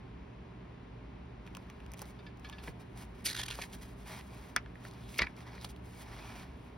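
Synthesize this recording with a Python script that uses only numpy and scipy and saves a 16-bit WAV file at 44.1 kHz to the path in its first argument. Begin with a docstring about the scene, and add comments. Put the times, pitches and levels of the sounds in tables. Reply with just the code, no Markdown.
"""A quiet room hums; then a metal date stamp is lifted off a notebook and put aside, clicking and tinkling.
A finger slides along the paper in jerks, a page snaps free and flaps over, the book is pushed over the mat.
Contacts are bursts of grit through resonances, friction is shaped noise with gliding rings,
the room is noise, drones and sines. Two closely spaced microphones hang just above the desk."""
import sys
import numpy as np
from scipy import signal
from scipy.fft import rfft, irfft, next_fast_len
from scipy.io import wavfile

SR = 44100
rng = np.random.default_rng(int(sys.argv[2]) if len(sys.argv) > 2 else 0)


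def unload_audio(sound):
    """Save the sound as a 16-bit wav file, at the path given as the first command line argument."""
    columns = np.transpose(np.atleast_2d(sound))
    # keep every value between -1 and 1, then stretch to whole-number steps
    steps = np.round(np.clip(columns, -1, 1) * 32767)
    wavfile.write(sys.argv[1], SR, steps.astype(np.int16))


N = 298557
TIME = np.arange(N) / SR
PADDED = next_fast_len(N + SR // 4, True)
FREQ = np.arange(PADDED // 2 + 1) * SR / PADDED
LEFT_RIGHT = np.array([[.5], [-.5]])  # splits a left-minus-right difference over the channels
CREST_S = 1 / 50  # position of the crest within each burst
CUTOFF_HZ = 15900

# bent sheet buckling and fluttering: (time [s], level [dB], decay [s], pitch ratio, belly [dB re sheet gain])
FLAPS = [(4.566, -29, 0.0043, 0.84, -3), (4.572, -37.5, 0.004, 1.02, -3), (4.581, -40.5, 0.0025, 1.08, -1),
         (5.1906, -21.5, 0.0017, 1.05, -12), (5.1934, -23.5, 0.0046, 1, -12), (5.202, -30, .002, 0.87, -1),
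         (5.2078, -39, .002, 1.02, -3), (5.2118, -30.5, .0025, 0.99, 2), (5.2194, -21, 0.0011, 0.937, -3),
         (5.2221, -26, 0.003, 1, -6), (5.2292, -32, 0.0046, 0.95, -13), (5.239, -38, 0.0069, .97, 1),
         (5.2685, -34.5, 0.0031, 0.96, -8)]
# ring of the released page: (frequency [Hz], width [Hz], gain [dB])
SNAP_MODES = [(1310, 300, 0.5), (1780, 440, -2.5), (2620, 370, -10), (3040, 160, -14), (3400, 170, -11),
              (4660, 140, -6), (5130, 220, -10.5), (5520, 310, -8), (6270, 340, -7.5), (9440, 690, -15.5),
              (10700, 710, -16.5), (12500, 1300, -21), (15500, 900, -29)]
# sheet resonances at pitch ratio 1: (frequency [Hz], width [Hz], gain [dB])
SHEET_MODES = [(1765, 160, -1.5), (2060, 220, 4.5), (2540, 440, 0), (3750, 430, -9), (4750, 1470, -13.5)]
# page lifted, swung over, slid flat; levels before trim:
# (time [s], ring [dB], resonance [Hz], hiss [dB])
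PAGE_SWEEP = [(4.8, -78, 2987, -75), (4.885, -68, 4314, -70), (4.96, -77, 4020, -76),
              (5.06, -63, 3600, -71), (5.115, -65, 3520, -58.5), (5.15, -56.5, 2303, -56),
              (5.185, -54, 2700, -60), (5.218, -42.5, 3907, -72), (5.248, -55, 4400, -76),
              (5.275, -76, 2600, -86), (5.3, -80, 2594, -87), (5.47, -73, 3800, -76),
              (5.55, -71, 4130, -76), (5.625, -56, 4007, -72), (5.68, -76, 4290, -69)]
# finger slipping along the page; level before trim: (time [s], length [s], level [dB])
SLIPS = [(3.253, 0.028, -37), (3.271, 0.032, -40.5), (3.301, 0.024, -43.5), (3.329, 0.0046, -39.5),
         (3.347, 0.0064, -38.5), (3.363, 0.0054, -37.5), (3.372, 0.0095, -40.5), (3.384, 0.025, -40.5),
         (3.412, 0.0088, -40.5), (3.432, 0.0071, -38), (3.459, 0.0077, -42), (3.482, 0.0086, -43),
         (3.5, 0.034, -46.5), (3.534, 0.025, -52.5), (3.583, 0.035, -54), (3.617, 0.0099, -39.5),
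         (3.632, 0.015, -49.5)]
# kinks in the paper: (time [s], level [dB], resonance [Hz])
CRINKLES = [(2.6756, -45, 1710), (2.6804, -37.5, 1900), (2.809, -61.5, 4470), (3.261, -31, 4600),
            (3.293, -38, 4400), (3.3007, -32, 3800), (3.4635, -42, 3500), (3.483, -34, 3000),
            (3.4885, -45, 5000), (3.504, -35, 3080), (3.511, -31, 2900), (3.528, -42, 2900),
            (3.5545, -43.5, 4400), (3.616, -35.5, 2593), (3.623, -39, 1906), (3.638, -39, 1600),
            (3.7335, -45.5, 3230), (4.2107, -47, 2800), (4.661, -46.5, 1400), (4.756, -47, 1580),
            (4.8512, -41, 1500), (4.852, -53, 4600), (4.8645, -52, 1700), (4.885, -56, 4500),
            (4.912, -51, 3600), (4.937, -55.5, 3980), (5.037, -55, 3000), (5.143, -45, 2300),
            (5.183, -37, 5230), (5.186, -34, 4800), (5.366, -56, 3900), (5.406, -47.5, 2040),
            (5.534, -49, 2100), (5.58, -48, 1790), (5.6458, -38, 3900), (5.6472, -39, 2950),
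            (5.6493, -37, 3970), (5.652, -45, 3700), (5.763, -52, 3230)]
# short-lived high modes that make a paper kink crisp: (frequency [Hz], width [Hz], gain [dB])
KINK_EDGE_MODES = [(6060, 2500, -3), (9900, 4500, 2), (15000, 2700, -4)]
# soft knocks of hand, stamp and page on the book: (time [s], level [dB], resonance [Hz])
KNOCKS = [(2.0175, -42, 610), (2.676, -43, 460), (2.686, -44.5, 380), (3.395, -43, 745), (3.433, -49, 700),
          (3.483, -46, 950), (3.504, -44, 1100), (3.589, -36.5, 640), (4.565, -44, 480), (4.5665, -45, 223),
          (4.851, -49, 800), (5.19, -37.5, 430), (5.204, -38, 320), (5.211, -37, 61.6), (5.2195, -40, 620),
          (5.220, -36, 166), (5.228, -38.5, 150), (5.646, -42, 744)]
# stamp touching paper and desk:
# (time [s], level [dB], resonance [Hz], crisp edge [dB re click], thud [dB re click])
STAMP_CLICKS = [(1.466, -55, 2900, -9, -12), (1.4755, -46, 2200, -22, -10), (1.5503, -41.5, 2350, -8, -9),
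                (1.5693, -46, 2500, 1, -4), (1.5711, -48.5, 1200, -12, -4.5), (1.628, -66, 3500, -4, -8),
                (1.7002, -45.5, 2060, -9, -5.5), (1.8035, -52, 2300, -15, -15), (1.8635, -53, 2400, -8, -4),
                (1.9185, -56.5, 1900, 8.5, 0), (1.9365, -48.5, 2200, 3.5, -4),
                (1.9425, -48.5, 2000, -9, -4), (1.976, -62, 3000, 5, -6), (1.993, -48, 2500, 2, -6),
                (2.0182, -48.5, 1400, 10, -5), (2.025, -53, 1900, 3, 0), (2.056, -55, 3500, -2, -6),
                (2.373, -64, 4000, 0, -3), (2.397, -63, 2200, 3, -6), (2.4905, -51, 5530, -12, -3),
                (2.4978, -43, 2460, -6, -4)]
# loose metal rattling in the stamp; level before trim: (time [s], level [dB])
TINKLES = [(2.19, -60), (2.265, -54), (2.446, -49), (2.526, -51), (2.584, -53)]
# stamp modes: (frequency [Hz], width [Hz], gain [dB])
STAMP_MODES = [(1240, 22, -5), (1420, 18, -8), (1712, 22, 3.5), (2280, 30, -5), (2700, 70, -9),
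               (3390, 32, -12), (3597, 36, -7), (3680, 32, -6.5), (4128, 36, -9.5), (4310, 28, -8),
               (4700, 38, -12), (5060, 36, -16)]
# short-lived high modes that make a stamp click crisp: (frequency [Hz], width [Hz], gain [dB])
STAMP_EDGE_MODES = [(5640, 1600, 3.5), (9300, 3200, -0.5), (12500, 2200, -0.5), (15400, 2200, -5)]
# paper and hand sliding softly; hiss before trim: (start [s], length [s], rub [dB], hiss [dB])
SLIDES = [(1.46, 0.8, -70, -83), (1.464, 0.016, -61, -75), (1.975, 0.047, -65, -65),
          (2.03, 0.035, -62.5, -76), (2.058, 0.043, -63, -67), (2.444, 0.22, -65, -78),
          (2.639, 0.049, -56.5, -61.5), (2.802, 0.015, -60, -67), (2.976, 0.052, -56.5, -60),
          (3.154, 0.14, -65, -74), (3.338, 0.12, -60.5, -63), (3.538, 0.099, -56.5, -58),
          (3.667, 0.25, -67, -70), (3.73, 0.021, -60.5, -58), (3.817, 0.018, -59.5, -62),
          (3.985, 0.28, -67, -69), (4.072, 0.11, -52, -59.5), (4.298, 0.2, -61.5, -69),
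          (4.81, 0.49, -66, -78), (4.849, 0.032, -60, -67), (5.376, 0.041, -57.5, -67.5),
          (5.468, 0.11, -58, -75), (5.618, 0.039, -58.5, -62), (5.692, 0.014, -66, -60),
          (5.854, 0.083, -70, -71)]
# book pushed across the mat; levels before trim: (time [s], rub [dB], hiss [dB])
BOOK_PUSH = [(5.9, -71, -75), (6.014, -55.5, -56), (6.054, -57.5, -69.5), (6.192, -53, -66),
             (6.428, -55, -66.5), (6.482, -65, -81), (6.582, -71, -87), (6.654, -68, -76), (6.76, -79, -99)]
# mains hum and faint motor whine: (frequency [Hz], level before balance [dB])
HUM = [(120, -59.5), (179.3, -63.5), (398.9, -71), (607.2, -73.5), (960.4, -76), (1011.5, -94),
       (1061.8, -74)]
# low room modes stirred by distant machinery: (frequency [Hz], nominal width [Hz], level before balance [dB])
DRONE = [(52.5, 5.1, -56.5), (65.1, 4.6, -56.5), (117.35, 6.6, -59.5), (190.8, 10.7, -66.5)]
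# relative spectra of ventilation, finger friction, dull rub, fine hiss: (frequency [Hz], density [dB per Hz])
AIR_SPECTRUM = [(25, -20), (45, -9), (90, -4.5), (190, -4.5), (270, -5), (330, -10.5), (400, -7.5),
                (520, -17), (950, -16), (1500, -23.5), (2400, -24.5), (4000, -34.5), (6000, -45),
                (8500, -51), (15000, -67)]
SWISH_SPECTRUM = [(300, -7), (950, -11), (1600, -18), (2800, -3), (4200, 2), (5300, -3.5), (8000, -3.5),
                  (11500, -5), (13500, -12), (15500, -23)]
RUB_SPECTRUM = [(200, -1), (450, -7.5), (700, 5.5), (1400, 0), (2300, -4), (3500, -7.5), (6000, -11.5),
                (9000, -62)]
HISS_SPECTRUM = [(1500, 0), (4000, 3.5), (6000, 0.5), (8000, 4), (11500, -0.5), (13500, -0.5), (15500, -6)]
# phase difference between the channels: (frequency [Hz], lead of left [rad])
CHANNEL_PHASE = [(0, 0), (1000, .25), (2300, .35), (3600, .35), (4500, .6), (5600, .2), (6500, 1.9),
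                 (7000, 2.9), (7500, 3.14), (8300, 3.7), (9700, 6.1), (11400, 6.6), (12100, 7.6),
                 (12900, 9.1), (14200, 9.6), (15300, 11.7), (16500, 13)]
# left-right correlation of the ventilation noise: (frequency [Hz], likeness [-1..1])
AIR_LIKENESS = [(110, 1), (170, .97), (260, .92), (400, 0), (700, 0.4), (1100, -0.1), (1700, 0.9),
                (3000, 0.1), (6000, 1)]
# balance of all room tone: (frequency [Hz], left minus right [dB])
AIR_BALANCE = [(60, 1), (200, -2), (380, -5.5), (700, 1), (1290, 3.5), (2400, -0.5), (8000, 3.5)]

SNAP_S, SNAP_PEAK_DB = 4.5628, -12.5  # peak before panning
BELLY_HZ, BELLY_WIDTH_HZ = 1230, 370  # low resonance of the sheet; frequency at pitch ratio 1
FLAP_RISE_S = 0.0019
# crisp edge of a kink at a typical resonance; higher kinks are crisper
KINK_CYCLES, KINK_HZ, KINK_EDGE_DB, KINK_EDGE_DB_PER_OCTAVE = 3.7, 3270, -9, 18
# decay at a typical resonance, and the power of pitch by which it shortens
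KNOCK_DECAY_S, KNOCK_HZ, KNOCK_DAMPING = 0.0067, 540, 0.62
# all stamp touches share one decay in cycles and one thud resonance through the pages
STAMP_CYCLES, THUD_HZ = 3.9, 810
SETTLE_S, SETTLE_HOLD_S, SETTLE_DB = 2.686, 0.016, -41
SETTLE_START_HZ, SETTLE_END_HZ, SETTLE_GLIDE_S = 235, 104, 0.0084
# the whole page rings under the finger, higher while the first grip pulls it taut
PAGE_HZ, GRIP_OCTAVES = 1620, .7
# the free stretch of paper starts here and sinks as it lengthens
FREE_PAPER_HZ, FREE_PAPER_OCTAVES_PER_S = 4440, 2.4
# edge of a slip of typical length; longer slips have softer edges
SLIP_EDGE_S, SLIP_TYPICAL_S = 0.0031, 0.0053
# the first grip adds treble that dies away in GRIP_S; the usual treble falls with travel
GRIP_TREBLE_DB, GRIP_S, SLIP_TREBLE_DB, TREBLE_FALL_DB_PER_S = 10.5, .03, -0.5, 11
RUBBED_SHEET_HZ = 2200
# attack and release of a stroke of typical length; longer strokes are gentler
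STROKE_S, STROKE_ATTACK_S, STROKE_RELEASE_S = 0.097, 0.016, 0.026
# between strokes the hands still brush the book, from here to the end; hiss before trim
HANDLING_FROM_S, HANDLING_HISS_DB = 2.4, -82.5
HANDLING_PAN_DB = -0.4  # left minus right: hands slightly to the right


def page_snap(second_s=.00055, second=0.53, ripple_s=0.0014, ripple=0.24):
    """The sheet pops through in two quick steps; the bend bounces back once from its edge."""
    kicks = np.zeros(N)
    for delay_s, strength in [(0, 1), (second_s, second), (ripple_s, ripple)]:
        kicks[round((SNAP_S + delay_s) * SR)] += strength
    pop = body(kicks, SNAP_MODES)
    return from_db(SNAP_PEAK_DB) * pop / np.abs(pop).max()


def page_flaps(top_hz=7800, full_db=-20, dulling=0.57, hard_db=1.5, softening=.8):
    """A buckle is a sharp pop amid tiny kinks, ringing sheet and belly; weak ones are softer and duller."""
    out = np.zeros(N)
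    for s, db, decay_s, pitch, belly_db in FLAPS:
        below_full_db = db - full_db
        envelope = swell(FLAP_RISE_S, decay_s)
        pop = strike(envelope, hard_db + softening * below_full_db)
        belly = from_db(belly_db) * resonate(pop, BELLY_HZ * pitch, BELLY_WIDTH_HZ)
        ring = body(pop, SHEET_MODES, pitch) - belly
        dulled = soften(ring, top_hz * from_db(dulling * below_full_db))
        add(out, s, sized(dulled, envelope, db))
    return out


def page_sweep(ring_trim_db=-3, hiss_trim_db=2.0, width_share=0.23, ragged_db=2.0, crackle_db=-2):
    """The turning page drags past its neighbour and the fingers, crackling, its ring pitch set by its bend."""
    s, ring_db, hz, hiss_db = np.transpose(PAGE_SWEEP)
    kinks = pitched_crackle(per_s=130, low_hz=1700, high_hz=5900, width_share=0.14, spread_db=12)
    ring = gliding(grains(spread_db=7.0), np.interp(TIME, s, hz), width_share)
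    ring = ring + from_db(crackle_db) * kinks
    ring_gain = from_db(np.interp(TIME, s, ring_db) + ring_trim_db)
    hiss = colour(grains(spread_db=3), HISS_SPECTRUM)
    hiss_gain = from_db(np.interp(TIME, s, hiss_db) + hiss_trim_db)
    ragged = from_db(ragged_db * wander(rate_hz=54))
    return (ring * ring_gain + hiss * hiss_gain) * ragged * (TIME > s[0]) * (TIME < s[-1])


def finger_slips(split_hz=6500, trim_db=-1, crackle_db=-3, free_ring_db=-4, page_ring_db=-6,
                 waver_octaves=.07, kinks_db=-3):
    """Friction sounds while the finger slips, stops while it sticks; the paper rings lower with travel."""
    travel_s = np.clip(TIME - SLIPS[0][0], 0, SLIPS[-1][0] - SLIPS[0][0])
    grip = np.exp(-travel_s / GRIP_S)
    fibres = grains(spread_db=2.5) + from_db(crackle_db) * crackle(per_s=300, spread_db=5)
    friction = colour(fibres, SWISH_SPECTRUM)
    treble = filtered(friction, 1 - 1 / (1 + (FREQ / split_hz) ** 8))
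    treble_db = SLIP_TREBLE_DB + GRIP_TREBLE_DB * grip - TREBLE_FALL_DB_PER_S * travel_s
    swish = friction - treble + from_db(treble_db) * treble

    free_octaves = waver_octaves * wander(rate_hz=44.1) - FREE_PAPER_OCTAVES_PER_S * travel_s
    page_octaves = waver_octaves * wander(rate_hz=43) + GRIP_OCTAVES * grip
    free_ring = gliding(grains(spread_db=3.0), FREE_PAPER_HZ * 2 ** free_octaves, width_share=.14)
    page_ring = gliding(grains(spread_db=3.5), PAGE_HZ * 2 ** page_octaves, width_share=0.35)
    rings = from_db(free_ring_db) * free_ring + from_db(page_ring_db) * page_ring
    kinks = pitched_crackle(per_s=1100, low_hz=1500, high_hz=6500, width_share=.035, spread_db=6)

    gain = np.zeros(N)
    for s, length_s, db in SLIPS:
        edge_s = SLIP_EDGE_S * np.sqrt(length_s / SLIP_TYPICAL_S)
        corners_s = [s - 2 * edge_s, s + edge_s,
                     s + max(length_s - edge_s, edge_s), s + length_s + 2 * edge_s]
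        gate = np.interp(TIME, corners_s, [0, 1, 1, 0]) ** 2
        gain = np.maximum(gain, gate * from_db(db))
    return gain * from_db(trim_db) * (swish + rings + from_db(kinks_db) * kinks)


def crinkles():
    """Kinks pop through the sheet, crisper the higher they ring."""
    kinks = []
    for s, db, hz in CRINKLES:
        edge_db = KINK_EDGE_DB + KINK_EDGE_DB_PER_OCTAVE * np.log2(hz / KINK_HZ)
        kinks.append((s, db, hz, edge_db))
    return clicks(kinks, 0.00047, KINK_CYCLES, width_share=0.4, edge_modes=KINK_EDGE_MODES, hard_db=0.5)


def knocks(rows, rise_s=0.00042, width_share=.95, hard_db=0):
    """Dull, heavily damped blows through the stack of pages; low ones last longer."""
    out = np.zeros(N)
    for s, db, hz in rows:
        envelope = swell(rise_s, KNOCK_DECAY_S * (KNOCK_HZ / hz) ** KNOCK_DAMPING)
        push = strike(envelope, hard_db)
        thud = resonate(resonate(push, hz, width_share * hz), hz, width_share * hz)
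        add(out, s, sized(thud, envelope, db))
    return out


def book_settles(rise_s=0.0029, decay_s=0.0065):
    """Let go, the stack of pages sags with a soft thump whose pitch falls."""
    t = TIME - SETTLE_S
    fall = np.exp(-np.maximum(t, 0) / SETTLE_GLIDE_S)
    hz = SETTLE_END_HZ + (SETTLE_START_HZ - SETTLE_END_HZ) * fall
    envelope = np.exp(np.minimum(np.minimum(t / rise_s, (SETTLE_HOLD_S - t) / decay_s), 0))
    return from_db(SETTLE_DB) * envelope * np.sin(2 * np.pi * (np.cumsum(hz) / SR + rng.random()))


def stamp(ring_db=-7):
    """Each touch of the metal is a click with a faint ring and a small thud under it."""
    touches = [(s, db, hz, edge_db) for s, db, hz, edge_db, _ in STAMP_CLICKS]
    thuds = [(s, db + thud_db, THUD_HZ) for s, db, _, _, thud_db in STAMP_CLICKS]
    ticks = clicks(touches, 0.00053, STAMP_CYCLES, width_share=0.43, edge_modes=STAMP_EDGE_MODES, hard_db=2)
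    return ticks + from_db(ring_db) * body(ticks, STAMP_MODES) + knocks(thuds)


def tinkles(rise_s=.0013, rattle_s=0.014, grit_db=-5.5, trim_db=3.5, jolt=19, uneven_db=1.0):
    """Each jolt rings the stamp's modes in its own mix and sets a loose part chattering briefly."""
    out = np.zeros(N)
    for s, db in TINKLES:
        envelope = swell(rise_s, rattle_s)
        chatter = envelope * grains(spread_db=6, size=len(envelope))
        blow = signal.unit_impulse(len(envelope), np.argmax(envelope))
        modes = [(hz, width_hz, mode_db + uneven_db * rng.standard_normal())
                 for hz, width_hz, mode_db in STAMP_MODES]
        ring = rms_one(body(chatter + jolt * blow, modes))
        grit = rms_one(resonate(resonate(chatter, hz=2800, width_hz=1600), hz=3180, width_hz=1900))
        add(out, s, sized(ring + from_db(grit_db) * grit, envelope, db + trim_db))
    return out


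def slides(hiss_trim_db=3, fade_s=0.07):
    """Each stroke over the paper swells, holds and dies away, above a faint brushing of the hands."""
    handling = np.interp(TIME, [HANDLING_FROM_S - fade_s, HANDLING_FROM_S], [0, 1])
    rub_gain = np.zeros(N)
    hiss_gain = handling * from_db(HANDLING_HISS_DB + hiss_trim_db)
    for s, length_s, rub_db, hiss_db in SLIDES:
        gentle = np.sqrt(length_s / STROKE_S)
        attack = (TIME - s) / STROKE_ATTACK_S
        release = (s + length_s - TIME) / STROKE_RELEASE_S
        stroke = np.exp(np.minimum(np.minimum(attack, release), 0) / gentle)
        rub_gain = np.maximum(rub_gain, stroke * from_db(rub_db))
        hiss_gain = np.maximum(hiss_gain, stroke * from_db(hiss_db + hiss_trim_db))
    return sliding(rub_gain, hiss_gain)


def book_push(rub_trim_db=-0.5, hiss_trim_db=2.5, fade_s=0.025):
    """The whole book slides over the mat in one long push."""
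    s, rub_db, hiss_db = np.transpose(BOOK_PUSH)
    fade = np.interp(TIME, [s[0] - fade_s, s[0]], [0, 1])
    rub_gain = from_db(np.interp(TIME, s, rub_db) + rub_trim_db)
    hiss_gain = from_db(np.interp(TIME, s, hiss_db) + hiss_trim_db)
    return fade * sliding(rub_gain, hiss_gain)


def sliding(rub_gain, hiss_gain, crackle_db=-5, ragged_db=1.45, ring_db=-8, waver_octaves=0.11):
    """Broad contact gives a dull rub and a wavering sheet ring, the paper's edge a fine crackling hiss."""
    rub_fibres = grains(spread_db=4) + from_db(crackle_db) * crackle(per_s=120, spread_db=10.5)
    rub = colour(rub_fibres, RUB_SPECTRUM)
    ring_hz = RUBBED_SHEET_HZ * 2 ** (waver_octaves * wander(rate_hz=11))
    ring = gliding(grains(spread_db=3.5), ring_hz, width_share=0.12)
    hiss_fibres = grains(spread_db=1.5) + from_db(crackle_db) * crackle(per_s=220, spread_db=10)
    hiss = colour(hiss_fibres, HISS_SPECTRUM)
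    ragged = from_db(ragged_db * wander(rate_hz=27))
    return ((rub + from_db(ring_db) * ring) * rub_gain + hiss * hiss_gain) * ragged


def reflections(x, wet_db, t60_s, first_s, top_hz):
    """A short decaying scatter of echoes, different at each microphone."""
    t = TIME[:SR // 4]
    scatter = rng.standard_normal((2, len(t))) * (t > first_s) * np.exp(-np.log(1000) * t / t60_s)
    echoes = from_db(wet_db) * rms_one(soften(scatter, top_hz)) / np.sqrt(len(t))
    return signal.fftconvolve(x[None], echoes, axes=1)[:, :N]


def room_tone(air_db=-52):
    """Ventilation noise from all sides, droning room modes and steady hum."""
    alike = np.clip(over_hz(AIR_LIKENESS), -1, 1)
    mid = filtered(rng.standard_normal(N), np.sqrt(1 + alike))
    side = filtered(rng.standard_normal(N), np.sqrt(1 - alike))
    air = from_db(air_db) * colour(np.array([mid + side, mid - side]), AIR_SPECTRUM)
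    drone, hum = np.zeros(N), np.zeros(N)
    for hz, width_hz, db in DRONE:
        noise = rng.standard_normal(N + SR)
        mode = resonate(resonate(noise, hz, 2 * width_hz), hz, 2 * width_hz)
        drone += from_db(db) * rms_one(mode[SR:])  # skip the build-up
    for hz, db in HUM:
        hum += from_db(db) * np.sqrt(2) * np.sin(2 * np.pi * (hz * TIME + rng.random()))
    return filtered(air + drone + hum, from_db(over_hz(AIR_BALANCE) * LEFT_RIGHT))


def clicks(rows, rise_s, cycles, width_share, edge_modes, hard_db):
    """Brief gritty contacts: one broad resonance and a crisp edge above it."""
    out = np.zeros(N)
    for s, db, hz, edge_db in rows:
        envelope = swell(rise_s, cycles / hz)
        grit = strike(envelope, hard_db)
        ring = resonate(resonate(grit, hz, width_share * hz), hz, 2 * width_share * hz)
        edge = body(np.gradient(grit), edge_modes)
        add(out, s, sized(ring, envelope, db) - sized(edge, envelope, db + edge_db))
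    return out


def strike(envelope, hard_db):
    """One hard blow at the crest, hard_db above the grit that surrounds it."""
    grit = rms_one(envelope * rng.standard_normal(len(envelope)))
    blow = rms_one(signal.unit_impulse(len(envelope), np.argmax(envelope)))
    return grit + from_db(hard_db) * blow


def grains(spread_db, size=N):
    """Fibres catching one another: dense clicks of uneven size; rms 1."""
    return rms_one(rng.standard_normal(size) * from_db(spread_db * rng.standard_normal(size)))


def crackle(per_s, spread_db):
    """Lone fibres let go at random moments; rms 1."""
    moments = rng.random(N) < per_s / SR
    return rms_one(moments * rng.choice([-1, 1], N) * from_db(spread_db * rng.random(N)))


def pitched_crackle(per_s, low_hz, high_hz, width_share, spread_db, count=18):
    """Tiny kinks at random moments, each ringing a patch of paper with its own pitch; rms 1."""
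    kinks, patch = crackle(per_s, spread_db), rng.integers(0, count, N)
    out = np.zeros(N)
    for k, hz in enumerate(np.geomspace(low_hz, high_hz, count)):
        out += resonate(kinks * (patch == k), hz, width_share * hz) / np.sqrt(hz)
    return rms_one(out)


def gliding(x, hz, width_share):
    """Steady friction through a resonance, time-warped so its pitch follows the curve hz; rms 1."""
    centre = np.mean(hz)
    ring = resonate(resonate(x, centre, width_share * centre), centre, 2 * width_share * centre)
    return rms_one(np.interp(np.cumsum(hz / centre) % N, np.arange(N), ring))


def wander(rate_hz):
    """Slow random curve; rms 1."""
    return rms_one(filtered(rng.standard_normal(N), np.exp(-(FREQ / rate_hz) ** 2)))


def resonate(x, hz, width_hz):
    """One two-pole resonance with gain 1 on top."""
    r = np.exp(-np.pi * width_hz / SR)
    feedback = [1, -2 * r * np.cos(2 * np.pi * hz / SR), r * r]
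    return signal.lfilter(np.array([1, 0, -1]) * (1 - r * r) / 2, feedback, x + 1e-18)


def body(x, modes, pitch=1):
    """Resonances in parallel, signs alternating."""
    return sum((-1) ** k * from_db(db) * resonate(x, hz * pitch, width_hz)
               for k, (hz, width_hz, db) in enumerate(modes))


def soften(x, top_hz):
    """Second-order lowpass: the highest frequencies are damped."""
    return signal.sosfilt(signal.butter(2, min(top_hz, SR / 3), fs=SR, output="sos"), x)


def colour(x, spectrum):
    """Give noise a spectrum that falls away beyond its ends; rms 1."""
    low_end = np.minimum(FREQ / spectrum[0][0], 1) ** 2
    high_end = np.minimum(spectrum[-1][0] / (FREQ + 1), 1) ** 4
    return rms_one(filtered(x, from_db(over_hz(spectrum)) * low_end * high_end))


def filtered(x, response):
    """Apply a frequency response."""
    return irfft(rfft(x, PADDED) * response, PADDED)[..., :N]


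def over_hz(points):
    """A table joined on a log-frequency axis."""
    hz, value = np.transpose(points)
    return np.interp(np.log(FREQ + 1), np.log(hz), value)


def swell(rise_s, decay_s):
    """A short exponential rise and decay about the crest."""
    t = np.arange(SR // 5) / SR - CREST_S
    return np.exp(np.minimum(t / rise_s, -t / decay_s))


def sized(x, envelope, db):
    """Scale a burst so that its power at the crest is nominally db."""
    return from_db(db) * rms_one(x) * np.sqrt(np.mean(envelope ** 2))


def add(track, s, burst):
    """Lay a burst into a track with its crest at s."""
    start = round((s - CREST_S) * SR)
    track[start:start + len(burst)] += burst[:N - start]


def from_db(db):
    """Decibels to gain."""
    return 10 ** (np.asarray(db) / 20)


def rms_one(x):
    """Scale to unit power."""
    return x / np.sqrt(np.mean(x ** 2) + 1e-20)


def placed(x, pan_db, lead_s):
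    """Level and time difference between the microphones; positive is louder and earlier at the left."""
    return filtered(x, from_db(pan_db * LEFT_RIGHT) * np.exp(2j * np.pi * FREQ * lead_s * LEFT_RIGHT))


def scene():
    """Finger, snap and other handling lie at slightly different places in the humming room."""
    snap, finger = page_snap(), finger_slips()
    page = page_flaps() + page_sweep() + crinkles()
    book = knocks(KNOCKS) + book_settles() + slides() + book_push()
    handling = page + book + stamp() + tinkles()
    direct = placed(finger, pan_db=-1.0, lead_s=-1e-7) + placed(snap, pan_db=1.5, lead_s=8e-6)
    direct = direct + handling * from_db(HANDLING_PAN_DB * LEFT_RIGHT)
    desk = finger + snap + handling
    # hands, book and desk top scatter the sound first, then the furniture
    near = reflections(desk, wet_db=-14, t60_s=.018, first_s=.0005, top_hz=14000)
    room = reflections(desk, wet_db=-20.0, t60_s=0.087, first_s=0.0069, top_hz=3800)
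    return direct + near + room + room_tone()


def record(dry):
    """The right channel lags the left in phase, most in the treble; the top is cut."""
    lag_rad = np.interp(FREQ, *np.transpose(CHANNEL_PHASE))
    pair = np.array([dry[0], filtered(dry[1], np.exp(-1j * lag_rad))])
    return signal.sosfilt(signal.ellip(10, .2, 80, CUTOFF_HZ, fs=SR, output="sos"), pair)


dry = scene()
out = record(dry)
unload_audio(out)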